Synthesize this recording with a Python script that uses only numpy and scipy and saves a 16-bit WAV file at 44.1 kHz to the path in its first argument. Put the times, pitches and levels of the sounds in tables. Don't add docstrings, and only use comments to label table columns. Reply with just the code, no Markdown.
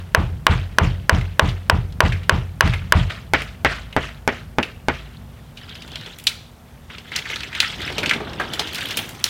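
import sys
import numpy as np
from scipy import signal
from scipy.fft import rfft, irfft, next_fast_len
from scipy.io import wavfile
from scipy.ndimage import uniform_filter1d, map_coordinates

SR = 44100
rng = np.random.default_rng(int(sys.argv[2]) if len(sys.argv) > 2 else 0)


def transcribe(signal):
    frames = np.atleast_2d(signal).T
    limited = np.clip(frames, -1, 1)
    pcm = np.round(limited * 32767).astype(np.int16)
    wavfile.write(sys.argv[1], SR, pcm)


N = 409688

# (frequency [Hz], relative density [dB/Hz])
AIR_SPECTRUM = [(13, -53), (22, -36), (38, -8.5), (60, 1.5), (161, -3), (250, -15.5), (295, -18.5),
                (696, -19), (969, -22.5), (3180, -35), (6170, -39), (14900, -39.5), (16200, -45)]
# (time [s], level [dB])
RUMBLE_LEVEL = [(0.0, -35), (2.9, -34), (3.1, -38.5), (4.2, -38.5), (5.4, -42.5), (7.2, -45.5), (8, -37),
                (8.5, -42), (9.29, -45)]
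# (frequency [Hz], level [dB])
FAR_TONE = [(236, -51)]
# (time [s], movement [dB], treble [dB], heavy branches [dB], creak re movement [dB])
BENDING = [(5.0, -52, -66, -56, -8), (5.25, -56, -72, -62, -10), (5.55, -58, -72, -66, -5),
           (5.6, -50, -65, -58, 3), (5.85, -50, -63, -48, 4), (6.11, -47, -54, -50, 2),
           (6.2, -56, -60, -60, -5), (6.55, -63, -68, -64, -10), (6.87, -58, -70, -64, -15),
           (6.91, -45, -64, -49, -8), (7.04, -52, -62, -54, -15), (7.16, -33, -53, -42, -12),
           (7.23, -44, -64, -49, -15), (7.3, -29, -45, -45, -15), (7.51, -42, -60, -46, -12),
           (7.64, -31, -47, -43, -5), (7.93, -39, -53, -37, -5), (8.1, -33, -57, -32, -3),
           (8.19, -43, -66, -33, -5), (8.5, -41, -53, -36, 0), (8.8, -38, -46, -41, 0),
           (8.99, -36, -43, -38, -3), (9.22, -48, -48, -46, -10), (9.29, -44, -41, -48, -10)]
# (frequency [Hz], relative density [dB/Hz])
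TWIG_SPECTRUM = [(530, -48), (900, -3), (951, -11.5), (1310, 2), (1840, 4), (2290, 3.5), (2460, 2),
                 (3450, 3.5), (6790, -19.5), (8000, -19.5), (10400, -39), (17600, -120)]
TREBLE_SPECTRUM = [(3530, -11), (6000, -3), (10400, -15.5), (15000, -15), (16200, -27)]
LIMB_SPECTRUM = [(59, -38), (100, -0.5), (331, 0), (568, -7), (784, -7), (1200, -10.5), (1560, -15),
                 (2640, -120)]
# (time [s], relative level [dB], pitch [Hz], click re burst [dB], thud re burst [dB], burst t60 [s])
SHORT_BURSTS = [(1.2111, -17, 1990, -35, -12, .028), (1.488, -22, 3320, -31, -19, .078),
                (1.9235, -30, 3400, -30, -30, .03), (2.1216, -17, 2200, -32, -16, .073),
                (2.2318, -32, 2930, -25, -16, .063), (2.6753, -8, 2080, -45, -10, .022),
                (2.7357, -10, 2000, -40, -16, .045), (3.1043, -20, 2290, -27, -9, .047),
                (3.4194, -16, 2450, -14, -10, .031), (3.9265, -25, 2520, -24, -15, .049),
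                (4.6286, -9, 2560, -42, -38, .045), (5.5707, -27, 3000, -33, -17, .08),
                (5.693, -27, 3340, -33, -23, .031), (5.7523, -23, 3160, -31, -20, .044),
                (5.8207, -25, 3300, -24, -19, .043), (5.8775, -30, 3490, -12, -17, .04),
                (5.9174, -23, 3550, -27, -12, .019), (5.9564, -13, 3170, -42, -17, .022),
                (6.0102, -25, 3110, -22, -24, .035), (6.0606, -25, 3100, -30, -10, .053),
                (6.1863, -31, 3220, 4, -30, .043), (6.1984, -29, 2900, -5, -29, .035),
                (6.2397, -34, 2900, 10, -21, .021), (6.2687, 1, 3470, -17, -31, .05),
                (6.9002, -28, 1580, -33, -25, .097), (6.9825, -22, 2900, -29, -17, .033),
                (7.1177, -18, 1720, -28, -26, .06), (7.1616, -6, 4330, -15, -39, .027),
                (7.1876, -15, 2780, -35, -16, .05), (7.2549, -19, 1840, -32, -31, .066),
                (7.2994, -16, 2280, -30, -14, .08), (7.3582, -15, 3440, -33, -22, .041),
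                (7.4051, -17, 2960, -25, -24, .035), (7.433, -15, 2560, -25, -20, .037),
                (7.5288, -20, 2040, -29, -23, .044), (7.5502, -13, 2610, -33, -23, .044),
                (7.6026, 4.5, 3390, -28, -32, .024), (7.8166, -16, 2900, -36, -20, .055),
                (7.8765, -16, 2250, -32, -22, .053), (7.8994, -28, 2740, -14, 8, .05),
                (7.9239, -21, 3090, -20, -19, .037), (7.9813, -8, 3000, -28, -13, .06),
                (8.0311, -7, 1800, -30, -16, .06), (8.0591, -9, 2920, -34, -24, .045),
                (8.094, -3, 2920, -36, -30, .03), (8.1105, -2, 1900, -36, -22, .035),
                (8.1344, -14, 2700, -36, -20, .08), (8.2038, -29, 1350, -33, 12, .05),
                (8.332, -24, 3290, -32, -25, .035), (8.3984, -11, 1600, -24, -8, .11),
                (8.5355, -13, 3590, -10, -16, .038), (8.5939, -8, 3600, -20, -7, .06),
                (8.6727, -18, 2760, -23, -23, .052), (8.6894, -22, 2350, -17, -5, .025),
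                (8.7324, -21, 2460, -4, -15, .036), (8.7465, -16, 3270, -4, -32, .034),
                (8.7554, -18, 3890, -3, -15, .034), (8.7829, -15, 2330, -14, -12, .047),
                (8.8074, -15, 2260, -14, -22, .024), (8.8294, -25, 2480, -3, -20, .035),
                (8.8574, -24, 2590, -3, -23, .035), (8.8867, -20, 3080, -8, -16, .035),
                (8.9077, -15, 3310, -12, -13, .066), (8.9715, -9, 2810, -2, -17, .06),
                (8.9894, -9, 2720, -23, -17, .026), (9.0917, -24, 2760, 2, -16, .035),
                (9.1488, -29, 2940, -11, -6, .035), (9.198, -32, 2240, -14, -18, .035),
                (9.2409, 6, 4220, -16, -32, .014), (9.2594, -23, 2200, -22, -12, .062)]
# (frequency [Hz], t60 [s])
WOODS_DECAY = [(500, 0.083), (3500, 0.54), (12000, 0.31)]
# (time [s], relative knock [dB],
# relative echo [dB], crown [dB], ground [dB], bite: treble up and bass down [dB])
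AXE_BLOWS = [(-0.18, -4, -13, -31, -14.5, 8), (0.148, 0, -16.5, -36, -14.5, -0.5),
             (0.467, 0, -16, -28.5, -13, 1.5), (0.785, 0, -15.5, -31, -11.5, -0.2),
             (1.095, 1.5, -17.5, -30, -12, -0.8), (1.395, 1.5, -16.5, -31.5, -14, -1.5),
             (1.698, 1.5, -18, -38, -14.5, 0), (2.005, 0.5, -16.5, -28.5, -12, -0.7),
             (2.295, 0, -17, -34.5, -14, 1.3), (2.608, -1, -17, -27, -12, 3.2),
             (2.923, -0.5, -16.5, -27.5, -11, 2), (3.03, -2, -14, -30, -25, 6),
             (3.336, 2, -9, -29.5, -21.5, 9), (3.648, 1, -9.5, -27, -21.5, 8.5),
             (3.965, -2.5, -12.5, -31, -22, 1), (4.277, 0, -11.5, -36.5, -30.5, 4),
             (4.585, -2, -13, -39, -35.5, 0), (4.885, -1, -14.5, -36, -23, 4.5)]
# (frequency [Hz], relative level [dB], t60 [s])
NEAR_PARTIALS = [(324, -19, 0.01), (630, -9.5, 0.017), (1133, -2, 0.012), (1627, 10.5, 0.0053),
                 (2150, -6, 0.0073), (2968, -3, 0.0071), (4560, -24.5, 0.0038), (5950, -8.5, 0.005),
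                 (8100, -42.5, .004)]
FAR_PARTIALS = [(260, -16.5, 0.019), (520, -8, 0.0103), (856, 0.5, .01), (1230, -3.5, 0.003),
                (1534, -10.5, 0.022), (2205, -11, 0.013), (4500, -43.5, 0.0029), (8500, -32, .004)]
# (frequency [Hz], relative density [dB/Hz])
NEAR_ECHO_SPECTRUM = [(150, -22), (250, 26), (343, 2), (693, 2), (1010, 8), (2550, -9.5), (2920, -9.5),
                      (4450, -28), (4870, -37.5), (9000, -46), (11700, -71), (19800, -120)]
FAR_ECHO_SPECTRUM = [(88, -33), (150, -7), (226, 8), (790, -1), (1090, -5), (1620, -4.5), (1890, -3.5),
                     (2060, -6.5), (2910, -16.5), (9000, -50), (11700, -65), (19800, -120)]
# (frequency [Hz], t60 [s])
NEAR_ECHO_DECAY = [(300, 0.48), (1100, 0.24), (3000, 0.3), (8000, 0.3)]
FAR_ECHO_DECAY = [(300, 0.31), (1100, 0.21), (3000, 0.25), (8000, .15)]
# (frequency [Hz], arrival [s], rise [s], relative level [dB], t60 [s])
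NEAR_GROUND = [(79.7, 0.026, 0.0085, 10.5, 0.14), (46.3, 0.0219, 0.044, 0.5, 0.46),
               (296.3, 0.047, 0.005, -5.5, 0.073), (210, 0.025, 0.014, -6.5, 0.24),
               (138.6, 0.0222, 0.024, -5.5, 0.38), (169, 0.025, 0.0086, -4.5, 0.27),
               (123.7, 0.082, 0.0056, 5.5, 0.13), (89.7, 0.12, 0.012, -3.5, .45)]
FAR_GROUND = [(54.7, 0.03, 0.0068, -7.5, 0.83), (77.7, 0.0036, 0.0033, 0, 0.29),
              (138.3, 0.0102, 0.018, -6, .4), (202, 0.0113, 0.016, -27, 0.12)]
# (frequency [Hz], relative density [dB/Hz])
CROWN_SPECTRUM = [(290, -12), (500, -9), (668, 2), (750, -6.5), (819, -7), (1300, 3), (3150, 0.5),
                  (3920, -5.5), (8580, -23.5), (16000, -41)]
# (peak [s], rise [dB/doubling of time], fall [dB/s], settling level [dB], settling fall [dB/s])
NEAR_SHIVER = (.06, 9, 190, -16, 35)
FAR_SHIVER = (.065, 5, 140, -24, 70)
# (frequency [Hz], gain of the quadrature part [dB])
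CHANNEL_DIFFERENCE = [(30, -29), (80, -33.5), (300, -19), (700, -32), (1400, -71), (3000, -65.5),
                      (6000, -47), (14000, -23)]

CUT_S, CLOSE_COUNT = 3.1, 11
SNAP_WIDTH = 0.65
SHAKE_DB, SHAKE_T60_S = -34, 0.3
CREAK_HZ, SURGE_DB = 3200, 2
TOP_HZ = 16300


def amp(db):
    return np.exp(np.asarray(db) * np.log(10) / 20)


def unit(x):
    return x / np.sqrt(np.mean(x ** 2) + 1e-20)


def along(points, hz):
    f, v = np.transpose(points)
    return np.interp(np.log(hz + 1), np.log(f + 1), v)


def filtered(x, response):
    m = next_fast_len(x.shape[-1] + min(8192, x.shape[-1] // 2))
    spectrum = rfft(x, m) * response(np.fft.rfftfreq(m, 1 / SR))
    return irfft(spectrum, m)[..., :x.shape[-1]]


def add(track, at_s, sound):
    at = round(at_s * SR)
    part = sound[max(-at, 0):max(N - at, 0)]
    track[max(at, 0):][:len(part)] += part


def wobble(rate_hz, size=N):
    knots = rng.standard_normal(int(size * rate_hz / SR) + 4)
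    return map_coordinates(knots, [np.arange(size) * rate_hz / SR])


def rustle(spectrum, patchy_db, grit_db, size=N):
    gritty = amp(grit_db * wobble(700, size)) * rng.standard_normal(size)
    z = signal.stft(gritty, nperseg=256)[2]
    field = uniform_filter1d(rng.standard_normal(z.shape), size=9, axis=0)
    field = uniform_filter1d(field, size=4, axis=1)
    patches = signal.istft(z * amp(patchy_db * unit(field)), nperseg=256)[1][:size]
    return unit(filtered(patches, lambda hz: amp(along(spectrum, hz))))


def dying(decay, spectrum, noise, close_db, close_s):
    hz, t, z = signal.stft(noise, SR, nperseg=256)
    gain = amp(along(spectrum, hz))[:, None]
    closeness_db = close_db * np.exp(-(t / close_s) ** 4)
    fall_db = closeness_db - 60 * t / along(decay, hz)[:, None]
    echo = signal.istft(z * gain * amp(fall_db), SR, nperseg=256)[1][:len(noise)]
    return echo / np.sqrt(np.mean(gain ** 2))


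def woodland():
    t = np.arange(N) / SR
    air = filtered(rng.standard_normal(N), lambda hz: amp(along(AIR_SPECTRUM, hz)))
    low = filtered(air, lambda hz: 1 / (1 + (hz / 280) ** 4))
    rumble_db = np.interp(t, *np.transpose(RUMBLE_LEVEL)) + 1.76 * wobble(6)
    rumble = amp(rumble_db) * unit(low)
    hiss = amp(-51.5) * unit(air - low)
    waver = np.cumsum(wobble(14)) / SR
    tone = sum(amp(db + 2 * wobble(9)) * np.sin(2 * np.pi * (hz * t + 3 * waver))
               for hz, db in FAR_TONE)
    return rumble + hiss + (t > CUT_S) * tone


def creaks(pitch_hz, spread, life_s, scatter_db, length, count=1800, size=350):
    when, tone = rng.random(count), rng.standard_normal(count)
    big, side = rng.exponential(size=count), rng.random(count)
    at = (when * length).astype(int)
    ratio = np.where(side < 0.15, 0.5, np.where(side > 0.88, 1.5, 1))
    hz = pitch_hz * np.exp(spread * tone) * ratio
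    t = np.arange(size) / SR
    strength = amp(scatter_db * np.minimum(big, 3))
    envelope = np.exp(-t / life_s) * (1 - np.exp(-t / 0.00033))
    grains = strength[:, None] * np.sin(2 * np.pi * hz[:, None] * t) * envelope
    places = at[:, None] + np.arange(size)
    return unit(np.bincount(places.ravel(), grains.ravel(), length)[:length])


def brush():
    s, *columns = np.transpose(BENDING)
    start = round(s[0] * SR)
    size, t = N - start, np.arange(N) / SR
    move_db, treble_db, limbs_db, creak_db = (np.interp(t[start:], s, c) for c in columns)
    move = amp(move_db + SURGE_DB * wobble(18, size))
    shaken = np.zeros(N)
    settling = amp(SHAKE_DB - 60 * t[:SR // 2] / SHAKE_T60_S)
    for at_s, db, *_ in SHORT_BURSTS:
        add(shaken, at_s, amp(db) * settling)
    fibres = creaks(CREAK_HZ, spread=0.11, life_s=0.0022, scatter_db=3.5, length=size)
    twigs = (move + shaken[start:]) * rustle(TWIG_SPECTRUM, patchy_db=4.5, grit_db=1.5, size=size)
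    treble = amp(treble_db) * rustle(TREBLE_SPECTRUM, patchy_db=4, grit_db=5, size=size)
    limbs = amp(limbs_db) * rustle(LIMB_SPECTRUM, patchy_db=2.5, grit_db=0.5, size=size)
    return np.pad(twigs + treble + limbs + amp(creak_db) * move * fibres, (start, 0))


def ringing_noise(envelope, hz, width_hz):
    def resonance(f):
        return (1j * f * width_hz / (hz * hz - f * f + 1j * f * width_hz)) ** 2

    noise = rng.standard_normal(len(envelope))
    plain, shaped = filtered(np.array([noise, noise * envelope]), resonance)
    return shaped / np.std(plain)


def snaps():
    out, t = np.zeros(N), np.arange(SR // 10) / SR
    for at_s, db, pitch_hz, click_db, thud_db, t60_s in SHORT_BURSTS:
        fall = amp(-60 * t / t60_s)
        splinter = fall * (1 - np.exp(-t / 0.00063)) + 0.81 * amp(-60 * t / 0.0012)
        burst = ringing_noise(splinter, pitch_hz, SNAP_WIDTH * pitch_hz)
        click = ringing_noise(amp(-60 * t / 0.004) + 0.53 * fall, 8500, 11000)
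        thud = ringing_noise(amp(-40 * t / t60_s), 550, 900)
        add(out, at_s, amp(db - 6) * (burst + amp(click_db) * click + amp(thud_db) * thud))
    spectrum = [(20, 5), (1500, -6), (3500, -17.5), (16000, -5)]  # (frequency [Hz], relative density [dB/Hz])
    tail = dying(WOODS_DECAY, spectrum, rng.standard_normal(SR // 2), close_db=6, close_s=0.024)
    delayed = np.pad(out, (300, 0))
    return out + amp(-5.5) * signal.fftconvolve(delayed, tail / np.linalg.norm(tail))[:N]


def shiver(t, peak_s, rise_db, fall_db_per_s, settle_db, settle_db_per_s):
    rising = amp(rise_db * np.log2(np.clip(t / peak_s, 0.01, 1)))
    late = np.maximum(t - peak_s, 0)
    return rising * (amp(-fall_db_per_s * late) + amp(settle_db - settle_db_per_s * late))


def stem_knock(t, partials, bite):
    vary = rng.normal(0, [[1], [0.015]], (2, len(partials)))
    ring = sum(amp(db + bite(hz) + more_db - 60 * t / t60_s) * np.sin(2 * np.pi * hz * (1 + off) * t)
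               for (hz, db, t60_s), more_db, off in zip(partials, *vary))
    crushed = rustle(CROWN_SPECTRUM, patchy_db=2.0, grit_db=-1.5, size=len(t))
    return ring + 0.23 * amp(-60 * t / 0.019) * crushed


def ground_waves(t, modes):
    waves = np.zeros(len(t))
    for hz, arrival_s, rise_s, db, t60_s in modes:
        late = np.maximum(t - arrival_s, 0)
        swell = 1 - np.exp(-(late / rise_s) ** 2)
        level = amp(db + rng.normal(0, 1) - 60 * late / t60_s)
        waves += level * swell * np.sin(2 * np.pi * hz * late)
    return waves


def chopping(blows, partials, echo, decay, ground, sway, drive_db, gap_s, close_db):
    out, t = np.zeros(N), np.arange(SR * 2 // 5) / SR
    trunks = rng.standard_normal(len(t))
    for at_s, knock_db, echo_db, crown_db, ground_db, bite_db in blows:
        def bite(hz):
            return bite_db * np.tanh(np.log2(hz / 1200))

        knock = stem_knock(t[:SR // 20], partials, bite)
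        spectrum = [(hz, db + bite(hz)) for hz, db in echo]
        noise = unit(trunks + 0.85 * rng.standard_normal(len(t)))
        answer = dying(decay, spectrum, noise, close_db, close_s=0.027)
        answer = answer * (1 - np.exp(-(t / gap_s) ** 2))
        leaves = shiver(t, *sway) * rustle(CROWN_SPECTRUM, patchy_db=3.0, grit_db=2.0, size=len(t))
        add(out, at_s, amp(knock_db + drive_db) * knock)
        add(out, at_s, amp(echo_db - close_db) * answer)
        add(out, at_s, amp(crown_db) * leaves + amp(ground_db) * ground_waves(t, ground))
    return out


def scene():
    close = chopping(AXE_BLOWS[:CLOSE_COUNT], NEAR_PARTIALS, NEAR_ECHO_SPECTRUM, NEAR_ECHO_DECAY,
                     NEAR_GROUND, NEAR_SHIVER, drive_db=6, gap_s=0.0075, close_db=0.5)
    wide = chopping(AXE_BLOWS[CLOSE_COUNT:], FAR_PARTIALS, FAR_ECHO_SPECTRUM, FAR_ECHO_DECAY,
                    FAR_GROUND, FAR_SHIVER, drive_db=0, gap_s=0.0052, close_db=9.5)
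    first = np.clip((CUT_S - np.arange(N) / SR) / 0.006, 0, 1)
    blows = first * close + (1 - first) * wide
    return np.tile(blows + snaps() + brush() + woodland(), (2, 1))


def record(dry):
    clipped = np.clip(dry, -1, 1)
    side = filtered(clipped[0], lambda hz: 1j * amp(along(CHANNEL_DIFFERENCE, hz)))
    return np.clip(filtered(clipped + [side, -side], lambda hz: hz < TOP_HZ), -1, 1)


dry = scene()
out = record(dry)
transcribe(out)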